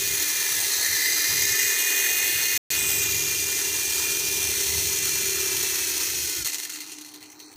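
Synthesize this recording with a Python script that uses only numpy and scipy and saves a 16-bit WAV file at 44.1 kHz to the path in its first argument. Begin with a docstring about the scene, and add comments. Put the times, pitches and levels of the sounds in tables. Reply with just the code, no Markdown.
"""Hand-held toy helicopter running down

A toy helicopter is held in one hand above a desk; two small motors drive counter-turning rotors.
Loose plastic gears rattle (pulsed noise through shell resonances), pinions whine (sines on shaft orders)
and blades throb (beating sines and low noise). The sound drops out for an instant; then power is cut and
the gears coast down, knocking in their play (decaying pulses), over a faint room noise and hum."""
import sys
import numpy as np
from scipy import signal
from scipy.fft import rfft, irfft
from scipy.io import wavfile
from scipy.ndimage import uniform_filter1d

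SR = 44100
rng = np.random.default_rng(int(sys.argv[2]) if len(sys.argv) > 2 else 0)


def wrap_up_sound(samples):
    """Save the sound to the file named by the first command line argument, as 16-bit audio."""
    columns = np.atleast_2d(samples).T
    # keep every value between -1 and 1, then stretch to whole-number steps
    tamed = np.clip(columns, -1, 1)
    steps = np.round(tamed * 32767).astype(np.int16)
    wavfile.write(sys.argv[1], SR, steps)


def boost(x):
    """Linear amplitude factor 10**(x/20) for a level x in decibels (scalar or array-like)."""
    u = np.asarray(x, float) / 20
    return 10 ** u


N = 333396
T = np.arange(N) / SR
HZ = np.fft.rfftfreq(N, 1 / SR)

POWER_OFF_S = 6.428
GEAR_RATIO = 10  # shaft turns per rotor turn
FULL_SPEED = (400, 350)  # fast and slow shaft [turns/s]

# mean shaft speeds under power: (time [s], fast shaft [turns/s], slow shaft [turns/s])
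POWERED_SPEED = [(0.0, 396.6, 353.8), (0.3, 396.3, 345.0), (0.65, 398.0, 336.5), (1.0, 398.3, 342.0),
                 (1.5, 401.5, 353.8), (1.8, 404.0, 351.4), (2.25, 400.2, 356.6), (2.55, 399.3, 355.3),
                 (2.73, 394.2, 354.5), (3.15, 395.3, 344.6), (3.65, 395.5, 341.9), (4.2, 393.2, 345.6),
                 (4.75, 391.8, 339.0), (4.95, 391.5, 338.9), (5.4, 384.6, 341.6), (5.65, 382.0, 334.0),
                 (5.9, 370.5, 320.7), (6.4, 356.5, 295.0)]
# mean shaft speeds while coasting: (time [s], fast shaft [turns/s], slow shaft [turns/s])
COASTING_SPEED = [(6.548, 270, 190), (6.702, 190, 100), (6.85, 165, 110), (7.101, 130, 55),
                  (7.299, 130, 28), (7.56, 100, 11)]
# how the hand holds the toy: (time [s], loudness [dB], side-on [0 to 1], roll [about -1 to 1])
POSE = [(0.0, 1, 0.3, -0.82), (0.35, 0, 0.67, -0.024), (0.75, 0.5, 0.7, -0.062), (1.0, -0.5, 0.77, 0.26),
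        (1.35, 0.5, 0.9, 0.26), (1.7, 0.5, 0.95, 0.094), (2.1, 3.5, 0.72, -1.4), (2.55, 1, 0.81, -0.25),
        (2.75, 2, 0.5, -0.73), (3.0, 1.5, 0.13, -.8), (3.3, -0.5, 0.04, -0.48), (3.9, 0, 0.02, -0.55),
        (4.4, 0, 0, -0.098), (4.8, -0.5, 0.03, 0.22), (5.4, -0.5, 0, -0.26), (5.8, -1.5, 0.22, 0.18),
        (6.2, -2.5, 0, 0.062), (6.37, -4.5, .3, 0.56), (6.42, -9, 0.45, 1)]

# broad spectrum of the gear rattle: (frequency [Hz], relative level per Hz [dB])
RATTLE_COLOUR = [(120, -46), (200, -33), (386, -13.5), (517, -22), (1130, -18.5), (1820, 1), (2270, -8.5),
                 (2440, -2.5), (2980, -4), (6190, 4), (11900, -11), (13600, -2), (15700, 6)]
# shell resonances: (frequency [Hz], width [Hz], boost at the centre [dB])
SHELL = [(377, 290, -5), (944, 190, 4), (1790, 125, 9.5), (2046, 138, 17.5), (2420, 240, 10.5),
         (2744, 130, 5), (3170, 180, 6.5), (3490, 79, 3), (4410, 530, 3), (4470, 190, -7), (5230, 70, 0),
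         (5570, 140, 5.5), (5886, 22, 9.5), (6150, 260, 5.5), (6440, 120, 4.5), (6830, 116, 7.5),
         (7730, 200, 4.5), (8270, 170, 3.5), (10800, 230, -3.5), (13360, 320, 10)]
# parts that radiate the rattle: (lower edge [Hz], level [dB], gain side-on [dB], gain per unit of roll [dB],
# loss at full run-down [dB], extra dependence on the knocks at full run-down [dB per dB];
# a negative dependence rings on between knocks)
PARTS = [(254, -46, -5.5, 2, 18, -0.35), (475, -60.5, 1, 0.5, 40, 0), (622, -59.5, 3, 0.5, 34, -0.1),
         (860, -55.5, -2.5, 3, 42, 0), (1013, -55.5, 1.5, 1.5, 34, 0), (1330, -52, -3.5, 0.5, 24, 0),
         (1420, -53, 15.5, -0.5, 52, 0.062), (1984, -53, 10, 0, 27, -0.11), (2264, -41, -4.5, 3, 25, -0.21),
         (3010, -47, -2, 2.5, 26, 0.24), (3290, -48.5, 3.5, -1.5, 38, .6),
         (3894, -39.5, 3.5, 5, 33.5, -0.58), (4390, -46, -13, -1.5, 43.5, .4),
         (5060, -46.5, -13.5, 5, 43, -0.068), (5400, -35.5, 2, 5, 37, -0.68),
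         (6510, -41.5, 0.5, -2, 35, -0.14), (7140, -36, 0.5, 3, 36, -0.071), (9750, -40.5, 1, 0, 28, 0.27),
         (10350, -43, 4, 4.5, 42, 0.55), (11260, -44, 0.5, -1.5, 49, .6), (13400, -37.5, 1, 4, 40, 0),
         (14640, -34.5, 0, 2, 41, .2)]
TOP_HZ = 20000  # upper edge of the last part
# backlash knocks of the coasting gears: (time [s], relative peak [dB])
BACKLASH = [(6.446, -17), (6.4514, -18), (6.4567, -14), (6.463, -18), (6.472, -12.5), (6.4824, -24),
            (6.4884, -27), (6.4964, -22.5), (6.5204, -17), (6.5306, -17.5), (6.5347, -13.5), (6.5436, -10),
            (6.5504, -16), (6.5826, -11.5), (6.5924, -19), (6.5986, -13), (6.6084, -18), (6.6207, -17),
            (6.6313, -13), (6.6364, -19), (6.6424, -19), (6.65, -10), (6.672, -20), (6.695, -11),
            (6.6987, -14), (6.7114, -32), (6.721, -15), (6.7334, -14.5), (6.7451, -13.5), (6.7553, -17.5),
            (6.77, -20), (6.7854, -16), (6.8034, -12.5), (6.8114, -21.5), (6.8214, -24), (6.832, -27),
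            (6.8414, -24), (6.8523, -30), (6.8628, -20), (6.8724, -25), (6.8834, -24), (6.8942, -22.5),
            (6.9054, -32), (6.9176, -17), (6.9234, -26), (6.9304, -24), (6.984, -18), (7.0103, -22),
            (7.0184, -30), (7.0469, -25), (7.0614, -27.5), (7.0824, -36), (7.1048, -36.5), (7.1234, -36),
            (7.1382, -22), (7.142, -25), (7.1594, -41), (7.1814, -44), (7.206, -30), (7.2194, -29),
            (7.2264, -23), (7.2354, -31), (7.2604, -34.5), (7.2998, -23.5), (7.3164, -31), (7.3254, -37),
            (7.3424, -39), (7.3916, -34), (7.3997, -26.5), (7.4114, -43), (7.4224, -34.5), (7.4414, -45),
            (7.4914, -37), (7.5138, -30), (7.5253, -33)]

# shaft orders of the motor tones: (multiple of shaft speed [-], level against the motor tone [dB])
FAST_MESH = [(7, 0.5), (8, -9.5), (9, -3.5), (15, 3), (16, 4)]
FAST_UNBALANCE = [(.91, -10), (1, -0.79), (1.09, -10)]  # with side tones about one rotor turn away
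SLOW_MESH = [(1, -24.5), (6.9, -8.5), (7, 0.5), (7.1, -19), (8, -13.5)]
SLOW_SUB_MESH = [(5, -1.5), (6, -3), (13, -7.5)]
SLOW_OVERTONE = [(13.9, 0.5), (14, 4)]
# motor tones: (level [dB], gain side-on [dB], gain per unit of roll [dB], loss per percent of speed lost [dB])
FAST_MESH_TONE = (-44, -2.5, 2, .5)
SUB_MESH_TONE = (-51.5, 13.5, 0, 0.3)
OVERTONE_TONE = (-66, 21, 7, 1.5)
# sounds that swell on their own: (time [s], slow mesh [dB], fast unbalance [dB], blades [dB])
SWELLS = [(0.0, -40.5, -44, -51), (0.45, -41.5, -53.5, -69), (0.75, -54, -54, -66), (1.1, -43, -51.5, -59),
          (1.5, -38.5, -47, -65), (1.9, -33.5, -45, -65), (2.4, -35.5, -51, -65.5),
          (2.8, -34.5, -46, -45.5), (3.3, -38.5, -44.5, -49.5), (3.65, -41.5, -46.5, -53.5),
          (3.9, -38.5, -48, -52), (4.4, -38.5, -42.5, -46), (4.7, -52.5, -44, -45),
          (5.1, -41.5, -44.5, -47.5), (5.45, -42.5, -39, -51), (5.8, -49, -45.5, -55.5),
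          (6.1, -51, -49, -61), (6.4, -55, -50.5, -68)]

# blade tones; mixed rows are blades crossing the other rotor's wake:
# (multiple of fast rotor [-], multiple of slow rotor [-], relative level [dB])
BLADES = [(2, 0, -3.5), (0, 2, -6), (0, 3, -4.5), (2, 2, -6), (2, 3, -17.5)]
# gusts of downwash on the microphone: (time [s], Gaussian half-length [s], level [dB])
GUSTS = [(0.056, 0.05, -48), (.125, .03, -48), (.2, 0.016, -51), (.28, .02, -57), (.38, 0.028, -49),
         (0.574, 0.091, -48.5), (.8, 0.022, -53), (0.913, 0.05, -47), (1.138, 0.028, -56),
         (1.35, 0.06, -39.5), (1.45, .03, -42), (1.523, .025, -42), (1.654, 0.026, -52),
         (2.038, 0.023, -55), (2.13, .025, -55), (2.228, 0.035, -51), (2.37, 0.037, -44.5),
         (2.46, .03, -54), (5.573, 0.035, -45), (6.202, 0.09, -45.5), (6.417, 0.035, -44)]

# ridges and dips that slide in pitch as the hand turns the toy, likely echoes off hand and desk;
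# one list each: (time [s], frequency [Hz], level [dB])
SLIDING = [
    [(.3, 9200, -6), (.45, 9700, -2), (.58, 10500, 3), (.75, 11800, 5)],
    [(.45, 7600, -3), (.62, 8800, 4), (.8, 9800, -2), (.95, 10200, -5)],
    [(.4, 8200, 1), (.5, 8800, -4), (.7, 10600, -6), (.9, 11800, 0), (1.2, 12200, 0), (1.35, 12300, 0)],
    [(.45, 13000, -2), (.6, 13800, 2), (.75, 14800, -3)],
    [(.85, 8600, 0), (1.05, 8800, -3), (1.35, 9100, -5), (1.55, 9800, -5), (1.7, 11000, -3),
     (1.85, 11800, 0), (2.5, 11600, -5.5), (2.7, 11600, -0.5)],
    [(.95, 10800, 2), (1.25, 11200, 3), (1.5, 11300, 2), (1.6, 12600, 8), (1.75, 13400, 0)],
    [(2.72, 13000, 0), (2.82, 12600, -8), (2.95, 11200, -2), (3.05, 9700, -6.5), (3.25, 9200, -0.5),
     (3.4, 9100, 2)],
    [(2.8, 15200, 0), (2.9, 14300, 5), (3.0, 13200, 1), (3.18, 11200, 9), (3.3, 10800, 3)],
    [(2.72, 8500, -0.5), (2.8, 8300, 4), (2.95, 7900, 5.5), (3.1, 6900, 2), (3.25, 6600, 0)],
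    [(2.95, 15200, 0), (3.1, 14300, -3), (3.3, 12600, 1), (3.6, 12000, 0)],
    [(0, 13400, 1), (.75, 13100, -4), (.9, 13200, 0), (1.35, 13600, -3), (1.68, 13500, -4),
     (1.8, 13400, 2.5), (2.55, 13400, 2), (3.2, 13400, 0), (4.4, 13400, -2)],
]
# thin ridges and dips that hold their pitch while one grip lasts:
# (start [s], end [s], frequency [Hz], Gaussian half-width [Hz], level [dB])
HELD = [(1.5, 2.2, 6340, 110, 3.5), (2, 2.9, 5900, 100, -3), (1.7, 2.5, 6800, 100, -5.5),
        (1.5, 3.1, 7800, 90, 4), (1.3, 2.9, 3850, 100, -3), (.7, 1.7, 3400, 200, -5.5),
        (6.55, 7.1, 530, 120, -7), (1.0, 1.7, 7800, 100, 2), (.65, 1.54, 4050, 360, 2),
        (4.4, 6.4, 7500, 100, -4.5), (4.8, 6.4, 5000, 90, 4.5), (4.4, 7.7, 4750, 90, -5.5),
        (4.8, 5.6, 3700, 90, -2), (4.5, 6.9, 4380, 53, 4), (4.4, 4.8, 6800, 170, -3)]
# narrow bands that swell and sink as the grip shifts: (frequency [Hz], width [Hz])
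NARROW = [(2040, 140), (2790, 140), (4370, 290), (4880, 290), (6800, 240), (8200, 700)]
# their course: (time [s], level of each band in turn [dB])
NARROW_DB = [(0, 3, -4, 3, 1, 3.5, 3), (.5, -3, 1, -0.5, 4, -1, 1), (.9, 4, -13, 6.5, 2, -5, -1),
             (1.05, 7, -8, 2, 10.5, -9, 1), (1.45, 3, -2, -3, 0, -4, -3), (1.7, 2, 3.5, -2, -4, 4, 1),
             (2.2, 2, 5.5, 4, -5, -5, -2.5), (2.75, 2.5, 6.5, 7, 1, -2, -4), (2.79, 4, 5, -14, -2, -11, 2),
             (3.2, 1, 1.5, -1, 4, 7, -0.5), (3.7, 1, 1, 1, 1, 1, 2), (3.9, -11, -2, 3, 1, 2, 3),
             (4.35, -8, -2, 0, 1, -3, -0.5), (4.55, 3, -3, 2, -5, 1, 1), (5.2, 1.5, 0.5, 3, -4, 4, 1),
             (6.0, 1, 0, 1.5, 0, 0, -1), (6.5, 5, 5, 3.5, 4, 5, 2), (7.0, 5, 6, 4, 5.5, 2, -3),
             (7.5, -3, -7, 5, -10, -9, 3)]
# bands that briefly go hollow in the dying rattle:
# (time [s], Gaussian half-length [s], frequency [Hz], width [Hz], level [dB])
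HOLLOWS = [(7.19, .04, 10900, 1200, -8), (7.28, .035, 3500, 600, -10), (7.28, .05, 11900, 1600, -9),
           (7.375, .03, 3400, 800, -9), (7.37, .035, 11800, 2000, -8), (7.48, .045, 3250, 1100, -16),
           (7.475, .05, 11800, 2400, -12)]

# room noise spectrum: (frequency [Hz], relative level per Hz [dB])
ROOM = [(24, -52), (40, -32), (107, -7), (231, -15.5), (300, 3.5), (531, -20.5), (800, -5), (1400, -12.5),
        (2000, -15), (2600, -44), (4400, -120)]
# steady hum: (frequency [Hz], level [dB])
HUM = [(301.5, -55.5)]


def rms_one(x):
    """Normalisation to unit root-mean-square."""
    return x / np.sqrt(np.mean(x ** 2) + 1e-20)


def in_time(*tables):
    """Linear interpolation of joined tables: each column gives one value per sample."""
    s, *columns = np.transpose(np.vstack(tables))
    return [np.interp(T, s, c) for c in columns]


def colour(points):
    """Spectral shaping: gain per bin, in dB linear over log frequency."""
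    hz, level_db = np.transpose(points)
    return boost(np.interp(np.log(HZ + 1), np.log(hz), level_db))


def band(low_hz, high_hz, order=8):
    """Band-pass power law: gain per bin; steep neighbours add up to nearly one."""
    high_pass = 1 / (1 + (low_hz / (HZ + 1)) ** (2 * order))
    low_pass = 1 / (1 + (HZ / high_hz) ** (2 * order))
    return high_pass * low_pass


def noise_through(gain):
    """Filtered white noise, unit rms."""
    return rms_one(irfft(rfft(rng.standard_normal(N)) * gain, N))


def drift(rate_hz):
    """Random modulation: low-passed noise of unit rms."""
    return noise_through(1 / (1 + (HZ / rate_hz) ** 2))


def coasting():
    """Free running: seconds since power was cut."""
    return np.maximum(T - POWER_OFF_S, 0)


def shafts():
    """Angle is the integral of speed: both shafts in turns, with a slight random tremble."""
    speeds = in_time(POWERED_SPEED, COASTING_SPEED)
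    return [np.cumsum(speed * (1 + 0.001397 * drift(11.06))) / SR for speed in speeds]


def rattle(fast, slow):
    """Forced resonance: uneven tooth contacts, pulsed by shafts and rotors, ring in the shell."""
    contacts = rng.standard_normal(N) * boost(2.0 * np.minimum(rng.exponential(1, N), 3.3))
    fast_rotor, slow_rotor = fast / GEAR_RATIO, slow / GEAR_RATIO
    pulse_db = (1.06 * np.cos(2 * np.pi * fast) + 0.71 * np.cos(2 * np.pi * slow)
                + 0.28 * np.cos(2 * np.pi * slow_rotor)
                + 0.13 * np.cos(4 * np.pi * (fast_rotor - slow_rotor))
                + 0.38 * np.cos(4 * np.pi * fast_rotor) + 0.28 * np.cos(4 * np.pi * slow_rotor))
    flutter_db = 1.0 * drift(170.0) + 0.54 * drift(50.0)
    knocks = knocking(fast)
    excitation = contacts * boost(pulse_db + flutter_db) * knocks
    return radiation(rfft(excitation) * shell_response(), knocks)


def shell_response():
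    """Resonance: causal second-order peaks and dips on top of the broad colour."""
    response = colour(RATTLE_COLOUR).astype(complex)
    for hz, width_hz, boost_db in SHELL:
        detuning = (HZ ** 2 - hz ** 2) / (width_hz * (HZ + 1))
        response *= 1 + (boost(boost_db) - 1) / (1 + 1j * detuning)
    return response


def radiation(spectrum, knocks):
    """Directivity: each part radiates its own band, by pose, run-down and knocks."""
    unload_jolt_db, coast_time_s = 4, 1
    loud_db, side_on, roll = in_time(POSE)
    loud_db = loud_db + unload_jolt_db * (T > POWER_OFF_S)
    run_down = 1 - np.exp(-coasting() / coast_time_s)
    knocks_db = 20 * np.log10(uniform_filter1d(knocks, size=400))
    upper_edges = [part[0] for part in PARTS[1:]] + [TOP_HZ]
    out = np.zeros(N)
    for (low, db, side_db, roll_db, coast_db, hangs), high in zip(PARTS, upper_edges):
        level_db = loud_db + db + side_db * side_on + roll_db * roll
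        level_db += run_down * (hangs * knocks_db - coast_db)
        # low parts flicker more, and all parts flicker apart as the gears slow
        patchy_db = 0.23 + 3 * (480 < low < 1500) + 4 * run_down
        level_db += patchy_db * drift(7.4)
        out += boost(level_db) * rms_one(irfft(spectrum * band(low, high), N))
    return out


def knocking(fast):
    """Backlash impacts: unloaded gears rock in their play, short knocks with a weaker, longer tail."""
    rise_ms, t60_s = 0.9, 0.025
    tail_db, tail_t60_s = -12, 0.16
    # small chatter between the loud knocks sinks 6 dB within each fast-shaft turn
    chatter_db = -25 - 13.5 * coasting() + 2.5 * drift(30.0) - 6.0 * (fast % 1)
    dying_drive = boost(-25.0 - 60 * coasting() / 0.03)
    knocks = boost(chatter_db) + dying_drive
    for s, peak_db in BACKLASH:
        age = T[T > s] - s
        decay = boost(-60 * age / t60_s) + boost(tail_db - 60 * age / tail_t60_s)
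        rise = 1 - np.exp(-1000 * age / rise_ms)
        knocks[T > s] += boost(peak_db) * decay * rise
    # unit running rms over a quarter second
    knocks = knocks / np.sqrt(uniform_filter1d(knocks ** 2, size=SR // 4))
    return np.where(T > POWER_OFF_S, knocks, 1)


def motors(fast, slow):
    """Gear-mesh and unbalance excitation: tones locked to the two shafts."""
    slow_mesh_db, unbalance_db, _ = in_time(SWELLS)
    return (whine(FAST_MESH, fast, tone_db(FAST_MESH_TONE, shaft=0), waver_db=3.0)
            + whine(FAST_UNBALANCE, fast, unbalance_db, waver_db=1.0)
            + whine(SLOW_MESH, slow, slow_mesh_db, waver_db=1.8)
            + whine(SLOW_SUB_MESH, slow, tone_db(SUB_MESH_TONE, shaft=1), waver_db=2.5)
            + whine(SLOW_OVERTONE, slow, tone_db(OVERTONE_TONE, shaft=1), waver_db=1.2))


def whine(orders, angle, level_db, waver_db):
    """Order synthesis: wavering sines on multiples of shaft angle, fading once power is off."""
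    out = np.zeros(N)
    for multiple, order_db in orders:
        level = boost(level_db + order_db + waver_db * drift(32.0))
        out += np.sqrt(2) * level * np.sin(2 * np.pi * (multiple * angle + rng.random()))
    return out * np.exp(-coasting() / 0.012)


def tone_db(tone, shaft):
    """Directivity and load: a motor tone's level follows the pose and changes with speed."""
    level_db, side_db, roll_db, sag_db = tone
    _, side_on, roll = in_time(POSE)
    pose_db = side_db * side_on + roll_db * roll
    return level_db + pose_db - sag_db * speed_lost(shaft) + 1.0 * drift(1.6)


def speed_lost(shaft):
    """Relative slowing: percent below full speed of shaft 0 (fast) or 1 (slow) under power."""
    return 100 * (1 - in_time(POWERED_SPEED)[shaft] / FULL_SPEED[shaft])


def rotors(fast, slow):
    """Blade-passing tones, which beat against each other, and lumpy turbulent downwash."""
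    air_lost_db = np.minimum(150 * coasting(), 30)  # falls 150 dB/s, by 30 dB at most
    blade_db = in_time(SWELLS)[2] + 2 * drift(13.0) - air_lost_db
    tones = np.zeros(N)
    for fast_multiple, slow_multiple, db in BLADES:
        turns = (fast_multiple * fast + slow_multiple * slow) / GEAR_RATIO
        tones += np.sqrt(2) * boost(db + 3 * drift(5.1)) * np.sin(2 * np.pi * turns)
    lumpy_noise = rng.standard_normal(N) * boost(2.5 * drift(14.0))
    wash = rms_one(irfft(rfft(lumpy_noise) * band(55, 220, order=1), N))
    gusts = sum(boost(db) * np.exp(-((T - s) / length) ** 2) for s, length, db in GUSTS)
    air = boost(blade_db) * (tones + boost(-5) * wash)
    air += gusts * noise_through(band(60, 120, order=2))
    return irfft(rfft(air) * band(47, 450, order=2), N)   # the microphone loses the deepest bass


def turning(x):
    """Time-varying filtering: frame by frame, ridges and dips raise or lower their slice."""
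    sliding_width_hz, grip_shift_s = 530, 0.1
    hz, s, frames = signal.stft(x, SR, nperseg=1024)
    hz = hz[:, None]
    gain_db = np.zeros(frames.shape)
    for track in SLIDING:
        at, centre_hz, level_db = np.transpose(track)
        offset_hz = hz - np.interp(s, at, centre_hz)
        gain_db += np.interp(s, at, level_db) * np.exp(-(offset_hz / sliding_width_hz) ** 2)
    for start, end, centre_hz, width_hz, level_db in HELD:
        held = np.clip(np.minimum(s - start, end - s) / grip_shift_s + 0.5, 0, 1)
        gain_db += level_db * held * np.exp(-((hz - centre_hz) / width_hz) ** 2)
    return signal.istft(frames * boost(gain_db), SR, nperseg=1024)[1][:N]


def grip(x):
    """Parallel band filtering: narrow bands move singly; some bands of the tail briefly drop."""
    bands = [(*narrow, db) for narrow, db in zip(NARROW, in_time(NARROW_DB))]
    for s, length, hz, width_hz, db in HOLLOWS:
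        bands.append((hz, width_hz, db * np.exp(-((T - s) / length) ** 2)))
    spectrum, out = rfft(x), x.copy()
    for hz, width_hz, level_db in bands:
        slice_gain = band(hz - width_hz / 2, hz + width_hz / 2, order=40)
        out += (boost(level_db) - 1) * irfft(spectrum * slice_gain, N)
    return out


def room():
    """Stationary background: dull coloured noise and a hum whose level wavers."""
    out = boost(-56) * noise_through(colour(ROOM))
    for hz, db in HUM:
        out += np.sqrt(2) * boost(db + 2.5 * drift(12.0)) * np.sin(2 * np.pi * hz * T)
    return out


def scene():
    """Superposition: all sources add at one microphone, alike in both channels."""
    fast, slow = shafts()
    toy = grip(turning(rattle(fast, slow) + motors(fast, slow)))
    mono = toy + rotors(fast, slow) + room()
    return np.stack([mono, mono])


def top_cut(x):
    """Nothing passes above the cut-off."""
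    return signal.sosfilt(signal.butter(12, 15880, fs=SR, output="sos"), x)


def record(dry):
    """Band limiting and gating: the top is cut and the signal drops out for an eighth of a second."""
    cutoff_hz = 15530
    dropout_start_s, dropout_end_s = 2.5768, 2.7035
    dull = irfft(rfft(dry) * (HZ < cutoff_hz), N)
    sounding = (T < dropout_start_s) | (T > dropout_end_s)
    return top_cut(dull * sounding)


dry = scene()
out = record(dry)
wrap_up_sound(out)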